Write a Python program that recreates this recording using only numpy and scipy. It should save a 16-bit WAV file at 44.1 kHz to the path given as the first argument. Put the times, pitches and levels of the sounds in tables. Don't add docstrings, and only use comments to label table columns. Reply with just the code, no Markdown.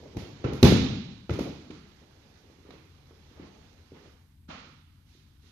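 import sys
import numpy as np
from scipy import signal
from scipy.fft import rfft, irfft, next_fast_len
from scipy.io import wavfile
from scipy.ndimage import uniform_filter1d, map_coordinates

SR = 44100
rng = np.random.default_rng(int(sys.argv[2]) if len(sys.argv) > 2 else 0)


def invert_db(level):
    return 10 ** (np.asarray(level, dtype=float) / 20)


def store_pcm(level_fs):
    pcm = np.round(np.clip(level_fs, -1, 1) * 32767).astype(np.int16)
    wavfile.write(sys.argv[1], SR, np.atleast_2d(pcm).T)


N = 242991

# frequency_hz, level_db (per Hz)
AIR_SPECTRUM = [(15, -39.5), (25, -2.5), (54, -2.5), (86, 4.5), (108, -8.5), (146, -3.5), (168, -15),
                (249, -14), (300, -19), (400, -37), (520, -59), (880, -120)]
# frequency_hz, level_db (per Hz)
HISS_SPECTRUM = [(4410, -32), (7500, -2), (8970, -0.5), (12700, 4), (14000, 1.5), (14800, -11)]
# frequency_hz, level_db (per Hz)
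DRAG_SPECTRUM = [(88, -34), (150, 3.5), (361, 0.5), (494, -0.5), (641, -6), (877, -6.5), (1200, -23),
                 (1560, -55.5), (2640, -120)]
# frequency_hz, level_db (per Hz)
CLOTH_SPECTRUM = [(410, -27.5), (700, -7.5), (881, -3.5), (1220, -4.5), (1560, -5), (1850, -6.5),
                  (2030, -7), (3800, -8.5), (6550, -12.5), (8500, -35.5), (11000, -59.5), (18700, -120)]
# frequency_hz, level_db (per Hz)
SKIN_SPECTRUM = [(300, -28.5), (480, 2.5), (700, 0), (1000, -1), (1300, -1.5), (1650, -6.5), (2200, -4),
                 (2800, -6), (4000, -8.5), (6700, -15), (7700, -30), (10500, -24), (12000, -20.5),
                 (14500, -30.5)]
# time_s, cloth_level_db
EFFORT = [(0, -66), (.44, -64.5), (.62, -67), (0.869, -57.5), (1.1, -65.5), (1.29, -71), (1.55, -65.5),
          (1.8, -69.5), (2.101, -68), (2.501, -69.5), (3.198, -70), (3.64, -67), (3.84, -70.5),
          (4.08, -67.5), (4.261, -77.5), (4.47, -83), (4.66, -69.5), (4.85, -78)]
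# frequency_hz, t60_s
HALL_T60 = [(60, 0.52), (130, 1), (300, 0.74), (600, 0.38), (1200, 0.8), (2000, .85), (4000, 0.98),
            (6000, 0.76), (9000, 0.57), (14000, 0.44)]
# frequency_hz, gain_db
HALL_GAIN = [(40, -7.5), (70, -1.5), (100, -4.5), (135, 1), (180, 3), (240, 0), (330, 1.5), (450, 2.5),
             (600, -3), (1500, -14), (8000, -1.5)]
# frequency_hz, correlation (-1 to 1)
LIKENESS = [(60, 0.99), (130, 0.94), (290, 0.92), (630, 0.22), (1370, 0.26), (2990, -0.27), (6550, 0.058),
            (14300, -0.2)]
# frequency_hz, left_minus_right_db
PORT_BALANCE = [(60, 3), (110, 1), (200, 1.5), (370, -2), (680, -1), (1260, -5), (2310, -9.5), (4240, -12),
                (7790, -5), (14300, 3)]
# start_s, peak_db, length_s, dullness_db (per octave), hall_db
SLAPS = [
    (0.532, -50.5, 0.0081, -4.5, 6),
    (0.628, -21.5, 0.0066, -2.65, 5.5),
    (1.335, -51, 0.0083, -4.5, 1),
    (2.705, -52, 0.0081, 1.5, 2),
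    (5.05, -67, 0.18, -6, 5.5),
    (5.404, -65, 0.16, -5, 4.5),
]
# start_s, peak_db, length_s, dullness_db (per octave), hall_db
SCUFFS = [
    (.055, -51, 0.012, 17, -7),
    (0.168, -49, 0.007, -2.5, 7.5),
    (1.303, -45, 0.01, 0, 6),
    (2.641, -63, 0.06, 4.5, 2.5),
    (3.352, -53.5, 0.12, 4, -5.5),
    (3.933, -59, 0.074, 3, -2.5),
    (4.049, -61.5, 0.018, 9, -3.5),
]
# start_s, peak_db, length_s, dullness_db (per octave), hall_db
PATS = [
    (.4405, -38.5, 0.013, 4.5, 3.5),
    (1.294, -39, 0.007, 4, -2),
    (1.391, -44.5, 0.0078, -3, 5.5),
    (1.704, -53.5, 0.012, -1, 3.5),
    (3.107, -64, .012, 10, 0),
    (4.479, -56.5, 0.04, 1, 11),
    (4.497, -47.5, 0.025, 3, 2),
]
# frequency_hz, level_db, t60_s
FLOOR_MODES = [(103, -13.5, 0.67), (141.2, -15, 1), (255, -12.5, 0.26), (335, -17, .35), (403, -13, 0.24)]
# start_s, peak_db, pitch_hz, boom_db (against the knock), hall_db
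LANDINGS = [(0.03, -39.5, 445, -19, 9), (0.149, -35, 325, -7, 7), (0.168, -21, 217, -13, -10.5),
            (0.221, -32.5, 390, -5, 0), (.442, -18.5, 323, -7, 1.5), (0.46, -19, 300, -12.5, -6.5),
            (.525, -19, 308, -11.5, -8), (0.543, -26.5, 272, -22, -5), (0.6279, -2, 260, -11.5, -0.5),
            (.6352, 1, 198, -9.5, 0.5), (.722, -6, 352, -15, -4.5), (1.294, -21, 327, -11.5, 4.5),
            (1.306, -30.5, 298, 6.5, -24), (1.3894, -18, 412, -22.5, -9), (1.407, -18.5, 235, -22, -5)]
# start_s, peak_db, pitch_hz
TAPS = [(1.542, -39.5, 203), (1.7014, -30.5, 284), (2.69, -38, 335), (2.738, -40, 397), (3.108, -43.5, 327),
        (3.312, -47, 290), (3.397, -33, 292), (3.43, -43, 284), (3.919, -37, 348), (4.056, -50, 420),
        (4.488, -34, 203), (5.15, -52, 304), (2.499, -48, 348), (2.586, -46.5, 301), (2.651, -45, 347),
        (5.44, -54, 296)]


def unit(x):
    return x / np.sqrt(np.mean(x ** 2) + 1e-20)


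def along(points, hz):
    f, v = np.transpose(points)
    return np.interp(np.log(hz + 1), np.log(f + 1), v)


def add(out, start_s, sound):
    out[:, round(start_s * SR):][:, :sound.shape[-1]] += sound


def filtered(x, response):
    size = next_fast_len(x.shape[-1] + 8192)
    spectrum = rfft(x, size) * response(np.fft.rfftfreq(size, 1 / SR))
    return irfft(spectrum, size)[..., :x.shape[-1]]


def wobble(rate_hz):
    knots = rng.standard_normal(int(N * rate_hz / SR) + 4)
    return map_coordinates(knots, [np.arange(N) * rate_hz / SR])


def diffuse(pair, colour):
    def angle(hz):
        return np.arccos(np.clip(along(LIKENESS, hz), -1, 1)) / 2
    mid, side = filtered(pair, lambda hz: colour(hz) * [np.cos(angle(hz)), np.sin(angle(hz))])
    return np.array([mid + side, mid - side])


def rush(spectrum, patchy_db):
    z = signal.stft(rng.standard_normal((2, N)), nperseg=512)[2]
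    patches = uniform_filter1d(rng.standard_normal(z.shape[1:]), size=6, axis=0)
    patches = uniform_filter1d(patches, size=12, axis=1)
    pair = signal.istft(z * invert_db(patchy_db * unit(patches)), nperseg=512)[1][:, :N]
    return unit(diffuse(pair, lambda hz: invert_db(along(spectrum, hz))))


def hall(build_s, colour, gap_s):
    hz, t, z = signal.stft(rng.standard_normal((2, SR)), SR, nperseg=512)
    decay = invert_db(-60 * t / along(HALL_T60, hz)[:, None])
    tail = signal.istft(z * decay, SR, nperseg=512)[1]
    late = np.clip(np.arange(tail.shape[1]) / SR - gap_s, 0, None)
    tail = tail * (1 - np.exp(-late / build_s))
    return diffuse(tail / np.linalg.norm(tail[0]), colour) * (late > 0)


def aftermath(t60_s):
    kicks = np.zeros(N)
    for start_s, peak_db, *_ in LANDINGS:
        kicks[round(start_s * SR)] = invert_db(2 * peak_db)
    return signal.lfilter([1], [1, -invert_db(-120 / (t60_s * SR))], kicks)


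def port_hiss():
    return invert_db(-78) * rush(HISS_SPECTRUM, patchy_db=0.9)


def ventilation():
    air_db, rumble_db, rumble_t60_s = -55.5, -30.5, 0.79
    gain = np.sqrt(invert_db(2 * air_db) + invert_db(2 * rumble_db) * aftermath(rumble_t60_s))
    return gain * unit(invert_db(0.9 * wobble(5)) * rush(AIR_SPECTRUM, patchy_db=0.6))


def rubbing():
    drag_db, usual_db, drag_growth = -61.5, -68, 1.7
    shudder_db, shudder_t60_s = -20.5, 0.51
    cloth_right_db = 2
    cloth_db = np.interp(np.arange(N) / SR, *np.transpose(EFFORT))
    move = wobble(4.3)

    drag_power = invert_db(2 * (drag_db + drag_growth * (cloth_db - usual_db)))
    drag_gain = np.sqrt(drag_power + invert_db(2 * shudder_db) * aftermath(shudder_t60_s))
    lumps = invert_db(1.2 * move + 2.2 * wobble(30))
    drag = drag_gain * unit(lumps * rush(DRAG_SPECTRUM, patchy_db=1.5))

    cloth_gain = invert_db(cloth_db + 3 + cloth_right_db * np.array([[-0.5], [0.5]]))
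    flutter = invert_db(0.6 * move + 0.8 * wobble(60))
    cloth = cloth_gain * unit(flutter * rush(CLOTH_SPECTRUM, patchy_db=0.9))
    return drag + cloth


def skin(hz, dull_db, pocket_hz, length_s, pocket_db):
    peak_db = pocket_db * np.exp(-(np.log((hz + 1) / pocket_hz) / 0.1) ** 2)
    edge_hz = 11200 + 20000 / (1 + (length_s / 0.008) ** 8)
    tilt_db = dull_db * np.log2((hz + 300) / 2000)
    return invert_db(along(SKIN_SPECTRUM, hz) - tilt_db + peak_db) / (1 + (hz / edge_hz) ** 10)


def contacts():
    kinds = [(SLAPS, 3776, 5.5), (SCUFFS, 1970, 4), (PATS, 1350, 8.5)]
    return sorted((*row, hz, db) for rows, hz, db in kinds for row in rows)


def skin_contacts():
    snap_s, echo_share = 0.001, 0.47
    out, t = np.zeros((2, N + 2 * SR)), np.arange(SR // 2) / SR
    for start_s, peak_db, length_s, dull_db, hall_db, pocket_hz, pocket_db in contacts():
        length_s = max(length_s, 0.002)

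        def direct(hz):
            return skin(hz, dull_db, pocket_hz, length_s, pocket_db)

        def echoed(hz):
            return skin(hz, dull_db, pocket_hz, length_s, echo_share * pocket_db)

        rise = np.tanh(t / (snap_s + 9 * length_s ** 2))
        shape = rise * np.exp(-(t / length_s) ** 3)
        noise = unit(diffuse(rng.standard_normal((2, len(t))), direct))
        burst = invert_db(peak_db + 4.5) * noise * shape
        tail = hall(0.0046 + 0.5 * length_s, echoed, gap_s=0.0043)
        add(out, start_s, burst)
        add(out, start_s, invert_db(hall_db) * tail * np.linalg.norm(burst) / np.linalg.norm(tail))
    return out[:, :N]


def push(t, hz, cycles):
    width_s = cycles / hz
    return -np.sin(2 * np.pi * hz * t) * np.exp(-((t - width_s) / (0.8 * width_s)) ** 2)


def impacts():
    bony_db, bony_cycles = -20, 0.1
    falls = [(*row, 0.56 + bony_cycles * max(bony_db - row[-2], 0)) for row in LANDINGS]
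    return falls + [(*row, -17.5, -0.9, 0.7) for row in TAPS]


def knocks():
    out, t = np.zeros((2, N + 2 * SR)), np.arange(SR // 2) / SR
    modes = [invert_db(level - 60 * t / t60) * np.sin(2 * np.pi * f * t) for f, level, t60 in FLOOR_MODES]
    ring = sum(modes) * (1 - np.exp(-t / 0.012))
    for start_s, peak_db, pitch_hz, boom_db, hall_db, cycles in impacts():
        knock = push(t, pitch_hz, np.clip(cycles, 0.4, 3))
        boom = invert_db(boom_db + 5.5) * push(t, 105, cycles=0.88)
        thud = invert_db(peak_db) * (knock + boom)[:SR // 20]
        tail = hall(0.0009, lambda hz: invert_db(along(HALL_GAIN, hz)), gap_s=0.0027)
        add(out, start_s, thud)
        add(out, start_s, invert_db(peak_db + boom_db) * ring)
        add(out, start_s, invert_db(hall_db) * signal.fftconvolve(thud[None], tail, axes=1))
    return out[:, :N]


def scene():
    return port_hiss() + ventilation() + rubbing() + skin_contacts() + knocks()


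def starved(x):
    mask_db, tilt_db, chance_db = -26.5, 11, 6
    hz, _, z = signal.stft(x, SR, nperseg=2048)
    power = np.abs(z) ** 2
    middle = power[:, (hz > 2000) & (hz < 6500)].mean(axis=(0, 1), keepdims=True)
    strip = np.arange(len(hz)) // 16 * 16
    strip_power = np.abs(uniform_filter1d(power, size=16, axis=1, origin=-8)[:, strip])
    under_db = 10 * np.log10(strip_power / middle + 1e-12)
    scatter_db = chance_db * rng.standard_normal(z.shape[1:])[strip]
    limit_db = mask_db + tilt_db * np.log2(hz[strip, None] / 8000 + 1e-3) + scatter_db
    keep = np.where(hz[:, None] > 7400, 0.5 + 0.5 * np.tanh(under_db - limit_db), 1)
    return signal.istft(z * keep, SR, nperseg=2048)[1][:, :N]


def roll_off(x):
    return signal.sosfilt(signal.butter(12, 14910, fs=SR, output="sos"), x)


def record(dry):
    def response(hz):
        bass_cut = (1j * hz / (40 + 1j * hz)) ** 2
        return invert_db(along(PORT_BALANCE, hz) * [[0.5], [-0.5]]) * bass_cut * (hz < 14700)
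    x = filtered(dry, response)
    x = x / (1 + np.abs(x / 1.08) ** 6) ** (1 / 6)
    return roll_off(starved(x))


dry = scene()
out = record(dry)
store_pcm(out)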